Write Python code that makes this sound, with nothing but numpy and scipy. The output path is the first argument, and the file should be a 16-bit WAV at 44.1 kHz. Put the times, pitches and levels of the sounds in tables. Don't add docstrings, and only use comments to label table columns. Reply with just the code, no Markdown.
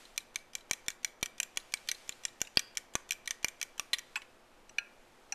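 import sys
import numpy as np
from scipy import signal
from scipy.fft import rfft, irfft
from scipy.io import wavfile

SR = 44100
rng = np.random.default_rng(int(sys.argv[2]) if len(sys.argv) > 2 else 0)


def store_pcm(level_fs):
    pcm = np.round(np.clip(level_fs, -1, 1) * 32767).astype(np.int16)
    wavfile.write(sys.argv[1], SR, np.atleast_2d(pcm).T)


N = 235670
AGE = np.arange(SR // 7) / SR
TIME = np.arange(N) / SR

# t/s, glass level/dB,
# metal level/dB, favoured mode f/Hz, its boost/dB, slide decay/s, low overload thump level/dB
FORK_HITS = [(0.178, -38, -34.5, 2320, 4, 0.0012, -82), (0.3585, -41.5, -37, 2320, 12.5, 0.00033, -77),
             (0.552, -43, -37, 2320, 3.5, 0.00011, -80), (0.7113, -38.5, -30, 2320, 14.5, 0.00054, -41.5),
             (0.8827, -37.5, -33, 2320, 3.5, 0.00046, -46), (1.0465, -39, -31.5, 2320, 11, 0.00022, -62),
             (1.2284, -35, -35, 2320, 4, 0.0024, -38.5), (1.4007, -36.5, -32, 2320, 9, 0.00061, -61),
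             (1.5722, -36, -34, 3650, 2.5, 0.0011, -52.5), (1.7388, -36.5, -33, 2320, 7.5, 0.00013, -57),
             (1.8876, -38, -39, 4460, 13.5, 0.0044, -60), (2.0927, -43, -37, 2320, 1.5, 0.00049, -51),
             (2.2519, -40.5, -32, 1870, 1.5, .0004, -57.5), (2.4158, -39.5, -29.5, 2930, 6.5, 0.00016, -42),
             (2.5719, -28.5, -53, 4870, 18, 0.0012, -32), (2.7717, -40, -33.5, 2320, 3.5, .0002, -68),
             (2.9535, -39, -31, 1186, 11, 0.0014, -35.5), (3.108, -36, -35, 2620, 9.5, 0.0013, -61),
             (3.2754, -40.5, -40, 1960, 7.5, 0.0024, -67), (3.308, -39.5, -34, 3330, 3.5, 0.0021, -60),
             (3.4454, -36, -30.5, 2320, 14, 0.00036, -43), (3.6142, -41.5, -39.5, 2600, 6, 0.00085, -75),
             (3.7957, -38.5, -35, 1167, 8.5, 0.00051, -53.5), (3.9321, -32, -38, 4000, 14.5, 0.0069, -61)]
# f/Hz, relative level/dB, t60/s
BOWL_MODES = [(852, -23.5, 0.013), (1159, -15.5, 0.039), (1477, -11, 0.028), (1712, -8, 0.021),
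              (1859, -4, 0.025), (2338, 0.5, 0.025), (2660, -1, 0.011), (2940, 1.5, 0.0065),
              (3290, -1, 0.021), (3464, -3, 0.02), (4095, -4, 0.019), (4250, -17.5, 0.015),
              (4750, -30.5, 0.5), (4810, -30.5, 0.55), (4950, -33, 0.45), (4790, -4.5, 0.0074),
              (4970, -2.5, 0.0025)]
# f/Hz, relative level/dB, t60/s
TINE_MODES = [(5520, -7, 0.0048), (5930, -2, 0.0058), (6573, -10, 0.0042), (7230, -6.5, 0.007),
              (7430, -9, 0.0043), (8726, 8, 0.024), (9380, -4, 0.022), (10040, 2.5, 0.016),
              (11860, 6, 0.011), (13000, -8, 0.018)]
REGISTERS = [600, 2750, 5100, 8100, 15000]
# t/s, level/dB
STIRRING = [(0.0, -54.5), (0.22, -68), (0.61, -70.5), (0.79, -65), (1.16, -72), (1.98, -56.5),
            (2.35, -64.5), (2.56, -65), (2.94, -69.5), (3.3, -68), (4.12, -63.5), (4.4, -69), (5.34, -66)]

PRESS_SPREAD = 0.012
BEATING_ENDS_S = 3.85
GRAZE_LEAD_S = .017


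def from_db(db):
    return 10 ** (np.asarray(db) / 20)


def rms_one(x):
    return x / np.sqrt(np.mean(x ** 2) + 1e-20)


def burst_one(x):
    return x / np.sqrt(np.sum(x ** 2, axis=-1, keepdims=True) / (SR / 100) + 1e-20)


def at_hz(points, hz):
    points = np.array(points)
    return np.interp(np.log(hz), np.log(points[:, 0]), points[:, 1])


def cut(x, hz, kind, order=2):
    return signal.sosfilt(signal.butter(order, hz, kind, fs=SR, output="sos"), x + 1e-18)


def add(track, s, sound):
    start = max(round(s * SR), 0)
    track[start:start + len(sound)] += sound[:max(N - start, 0)]


def ring(hz, t60, age=AGE):
    return np.sin(2 * np.pi * hz * age) * np.exp(-np.log(1000) * age / t60)


def noise(colour):
    gain = from_db(at_hz(colour, np.maximum(np.arange(N // 2 + 1) * SR / N, 1)))
    return rms_one(irfft(rfft(rng.standard_normal(N)) * gain, N))


def beating():
    balance_db = [0.5, 1, 0.5, -5]
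    return hits(list(FORK_HITS) + rebounds(), BOWL_MODES, TINE_MODES, balance_db, PRESS_SPREAD, detune=.015)


def strokes_until(end_s):
    return [s for s, *_ in FORK_HITS if s < end_s]


def rebounds(glass_db=-2.5, metal_db=2.5, favoured_hz=2320, favour_db=1, slide_s=0.002):
    bounces = [(0.7331, -41), (0.903, -46.5), (1.2588, -44), (1.4304, -40.5), (1.9147, -36), (2.5936, -38),
               (2.7784, -45.5), (3.1203, -40), (3.1305, -49.5), (3.4832, -43.5), (3.628, -39.5),
               (3.9843, -45.5), (3.9912, -49)]
    return [(s, db + glass_db, db + metal_db, favoured_hz, favour_db, slide_s) for s, db in bounces]


def hits(table, glass_modes, metal_modes, balance_db, press_spread, detune,
         bending_top_hz=6800, top_glass_share=0.78):
    out = np.zeros(N)
    for s, glass_db, metal_db, favoured_hz, favour_db, slide_s, *_ in table:
        top_db = metal_db + top_glass_share * (glass_db - metal_db)
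        holds_favoured = np.diff(np.array(REGISTERS) > favoured_hz)
        levels_db = np.array([glass_db, glass_db, metal_db, top_db]) + balance_db
        levels_db = levels_db + 0.39 * favour_db * holds_favoured
        press = 1 + press_spread * rng.standard_normal()
        metal = [(hz * press if hz < bending_top_hz else hz, db, t60) for hz, db, t60 in metal_modes]
        sound = strike(list(glass_modes) + metal, levels_db, favoured_hz, favour_db, slide_s, detune=detune)
        add(out, s, sound)
    return out


def strike(modes, levels_db, favoured_hz, favour_db, slide_s, travel_s=0.0029, scatter_db=3.0, detune=0.041,
           cracks_db=(-17, -13, -11, -4), crack_cycles=55, radiate_hz=780):
    hz, mode_db, t60 = np.transpose(modes)
    width = .045 * (1 + abs(slide_s) / travel_s)
    favour = np.exp(-(np.log(hz / favoured_hz) / width) ** 2)
    strength_db = mode_db + favour_db * favour + scatter_db * rng.standard_normal(len(hz))
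    strength = from_db(strength_db) * (-1) ** np.arange(len(hz))
    shifted = hz * (1 + detune * (t60 < .1) * rng.standard_normal(len(hz)))
    resonances = ring(shifted[:, None], t60[:, None])
    driven = signal.fftconvolve(resonances, contact(slide_s)[None], axes=1)[:, :len(AGE)]
    rings = strength[:, None] * burst_one(driven)
    out = 0
    for low, high, level_db, crack_db in zip(REGISTERS, REGISTERS[1:], levels_db, cracks_db):
        fade = np.exp(-AGE / (crack_cycles / high / np.log(1000) + abs(slide_s)))
        crack = cut(rng.standard_normal(len(AGE)) * fade, [max(low, high / 2), high], "band")
        clear = rings[(hz >= low) & (hz < high)].sum(0)
        body = burst_one(clear) + from_db(crack_db) * burst_one(crack)
        out = out + from_db(level_db) * burst_one(body)
    return cut(out, radiate_hz, "high", order=2)


def contact(slide_s, rough=0.23, mean_gap_s=.0005, later_touches=0.33):
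    age = AGE[:len(AGE) // 8]
    slips = rng.standard_normal(len(age)) * (rng.random(len(age)) < .3)
    force = rough * slips * np.exp(-age / max(slide_s, 1e-4))
    force[0] = 1
    later = 1 + (rng.random(size=3) * 2 * mean_gap_s * SR).astype(int)
    force[later] += later_touches * rng.standard_normal(size=3)
    return force


def overload_thumps(time_constant_s=0.0002):
    out = np.zeros(N)
    for s, *_, thump_db in FORK_HITS:
        add(out, s, from_db(thump_db) * burst_one(AGE * np.exp(-AGE / time_constant_s)))
    return out


def grazes(level_db=-55, colour_db=(-7, -4, -5, -12), favoured_hz=3300, favour_db=3, scatter_db=3,
           lead_spread=.12, slide_s=.004):
    out = np.zeros(N)
    for s in strokes_until(BEATING_ENDS_S):
        levels_db = level_db + scatter_db * rng.standard_normal() + np.array(colour_db)
        lead_s = GRAZE_LEAD_S * (1 + lead_spread * rng.standard_normal())
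        add(out, s - lead_s, strike(BOWL_MODES + TINE_MODES, levels_db, favoured_hz, favour_db, slide_s))
    return out


def laid_on_rim():
    # t/s, glass level/dB, metal level/dB,
    # favoured mode f/Hz, its boost/dB, slide decay/s
    rim_hits = [(4.1569, -39.5, -47, 1610, 8.5, 0.0042), (4.1605, -49.5, -42.5, 880, 23, 0.021),
                (4.2191, -55, -60, 2910, 12, 0.0043)]
    balance_db = [4, 0.5, -3, -12.5]
    return hits(rim_hits, BOWL_MODES, TINE_MODES, balance_db, PRESS_SPREAD, detune=0.045)


def spoon_in_large_bowl():
    # t/s, glass level/dB, metal level/dB,
    # favoured mode f/Hz, its boost/dB, slide decay/s
    spoon_hits = [(4.6941, -59, -62, 7860, 22.5, .0003), (4.7835, -32, -40, 2470, 7, 0.0026),
                  (5.3228, -47, -33, 810, 16.5, 0.003)]
    large_bowl_modes = [(710, -28, 0.027), (815, -14.5, 0.065), (1410, -5.5, 0.14), (1617, -9.5, 0.099),
                        (1800, -6, 0.029), (2357, 0, 0.015), (2483, -0.5, 0.019), (2580, -20, 0.22),
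                        (2640, -22, 0.096), (2730, 1, 0.029), (2800, -5.5, 0.02), (2930, -7.5, 0.026),
                        (3400, -17, 0.019), (4100, -9, 0.043), (4230, -16, 0.024)]
    spoon_modes = [(5870, 6, 0.036), (6430, -4.5, 0.017), (7800, -19.5, 0.039), (8400, -19, .012),
                   (10800, -11.5, 0.036), (12200, -7, .012)]
    balance_db = [2.5, -2, -1, -25]
    return hits(spoon_hits, large_bowl_modes, spoon_modes, balance_db, press_spread=0.0024, detune=.002)


def drips(brisk_ends_s=2.5, delay_s=.029, small_hz=4000, small_db=8, bubble_t60_s=.014,
          spread_s=0.0022, rise=3, pitch_spread=0.0336, delay_spread=0.084,
          splash_db=-4, splash_hz=(2000, 7000)):
    big_drops = [(0.054, -56.5, 4030), (0.6089, -59, 3900), (1.9484, -50.5, 4100), (2.4728, -49.5, 2740)]
    drops = []
    for s in strokes_until(brisk_ends_s):
        drop_s = s + delay_s * (1 + delay_spread * rng.standard_normal())
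        level_db = small_db + np.interp(s, *np.transpose(STIRRING))
        drops.append((drop_s, level_db, small_hz * (1 + pitch_spread * rng.standard_normal())))
    out = np.zeros(N)
    for s, level_db, hz in drops + list(big_drops):
        patter = rng.standard_normal(len(AGE)) * AGE * np.exp(-AGE / spread_s)
        rising = ring(hz * (1 + rise * AGE), bubble_t60_s)
        bubble = burst_one(signal.fftconvolve(patter, rising)[:len(AGE)])
        splash = from_db(splash_db) * burst_one(cut(patter, splash_hz, "band"))
        add(out, s - spread_s, from_db(level_db) * (bubble + splash))
    return out


def swish(level_db=-57, attack_s=0.0027, decay_s=0.038):
    swish_colour = [(700, -27), (1600, 2), (4000, -1), (6500, -1.5), (13000, -13)]
    envelope = np.zeros(N)
    for s in strokes_until(BEATING_ENDS_S):
        add(envelope, s, (1 - np.exp(-AGE / attack_s)) * np.exp(-AGE / decay_s))
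    return from_db(level_db) * envelope * noise(swish_colour)


def slosh(gain_db=-3):
    slosh_colour = [(900, -11), (1600, -3.5), (2350, -0.5), (3200, -2.5), (5000, -6), (7500, -7),
                    (10000, -11.5), (13000, -17.5)]
    return from_db(gain_db + np.interp(TIME, *np.transpose(STIRRING))) * noise(slosh_colour)


def moving_echo(x, count=5):
    place = np.searchsorted(np.array(strokes_until(np.inf)) - GRAZE_LEAD_S, TIME) % count
    return sum(kitchen(x * (place == k)) for k in range(count))


def kitchen(x, tail_db=-19, early_db=-19, early_t60=0.023, gap_s=0.00267):
    echo_colour = [(200, -61), (1000, 11), (2300, 8.5), (3600, -9), (4800, -4), (6200, -8), (13000, 14.5)]
    echo_t60 = [(200, 0.13), (2300, 0.52), (6000, 0.52), (13000, 0.16)]
    age = TIME[:SR * 2 // 3]
    edges = 125 * 2. ** np.arange(8)
    tail = 0
    for low, high in zip(edges, edges[1:]):
        hz = np.sqrt(low * high)
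        band = cut(rng.standard_normal(len(age)), [low, high], "band")
        decay = np.exp(-np.log(1000) * age / at_hz(echo_t60, hz))
        tail = tail + from_db(at_hz(echo_colour, hz)) * band * decay
    sparse = rng.standard_normal(len(age)) * (rng.random(len(age)) < .05)
    early = sparse * np.exp(-np.log(1000) * age / early_t60)
    after_gap = age > gap_s
    echo = from_db(tail_db) * rms_one(tail * after_gap) + from_db(early_db) * rms_one(early * after_gap)
    return signal.fftconvolve(x, echo / np.sqrt(len(age)))[:N]


def background(room_db=-61.5):
    room_colour = [(20, 5), (40, -14.5), (90, -13), (130, -12.5), (160, -16), (230, -7.5), (330, -10.5),
                   (520, -8), (750, -8.5), (1500, -13.5), (4000, -26), (8000, -36.5), (13000, -35)]
    hum_tones = [(355.3, -77.5), (506.0, -78), (662.1, -82), (839.8, -84.5)]
    hum = 0
    for hz, db in hum_tones:
        hum = hum + from_db(db) * rms_one(np.sin(2 * np.pi * (hz * TIME + rng.random())))
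    return from_db(room_db) * noise(room_colour) + hum


def scene():
    fork = beating() + grazes() + overload_thumps() + laid_on_rim()
    near = fork + spoon_in_large_bowl() + drips()
    return (near + moving_echo(near) + swish() + slosh() + background())[None]


def record(dry):
    return signal.sosfilt(signal.ellip(8, .3, 60, 13500, fs=SR, output="sos"), dry)


dry = scene()
out = record(dry)
store_pcm(out)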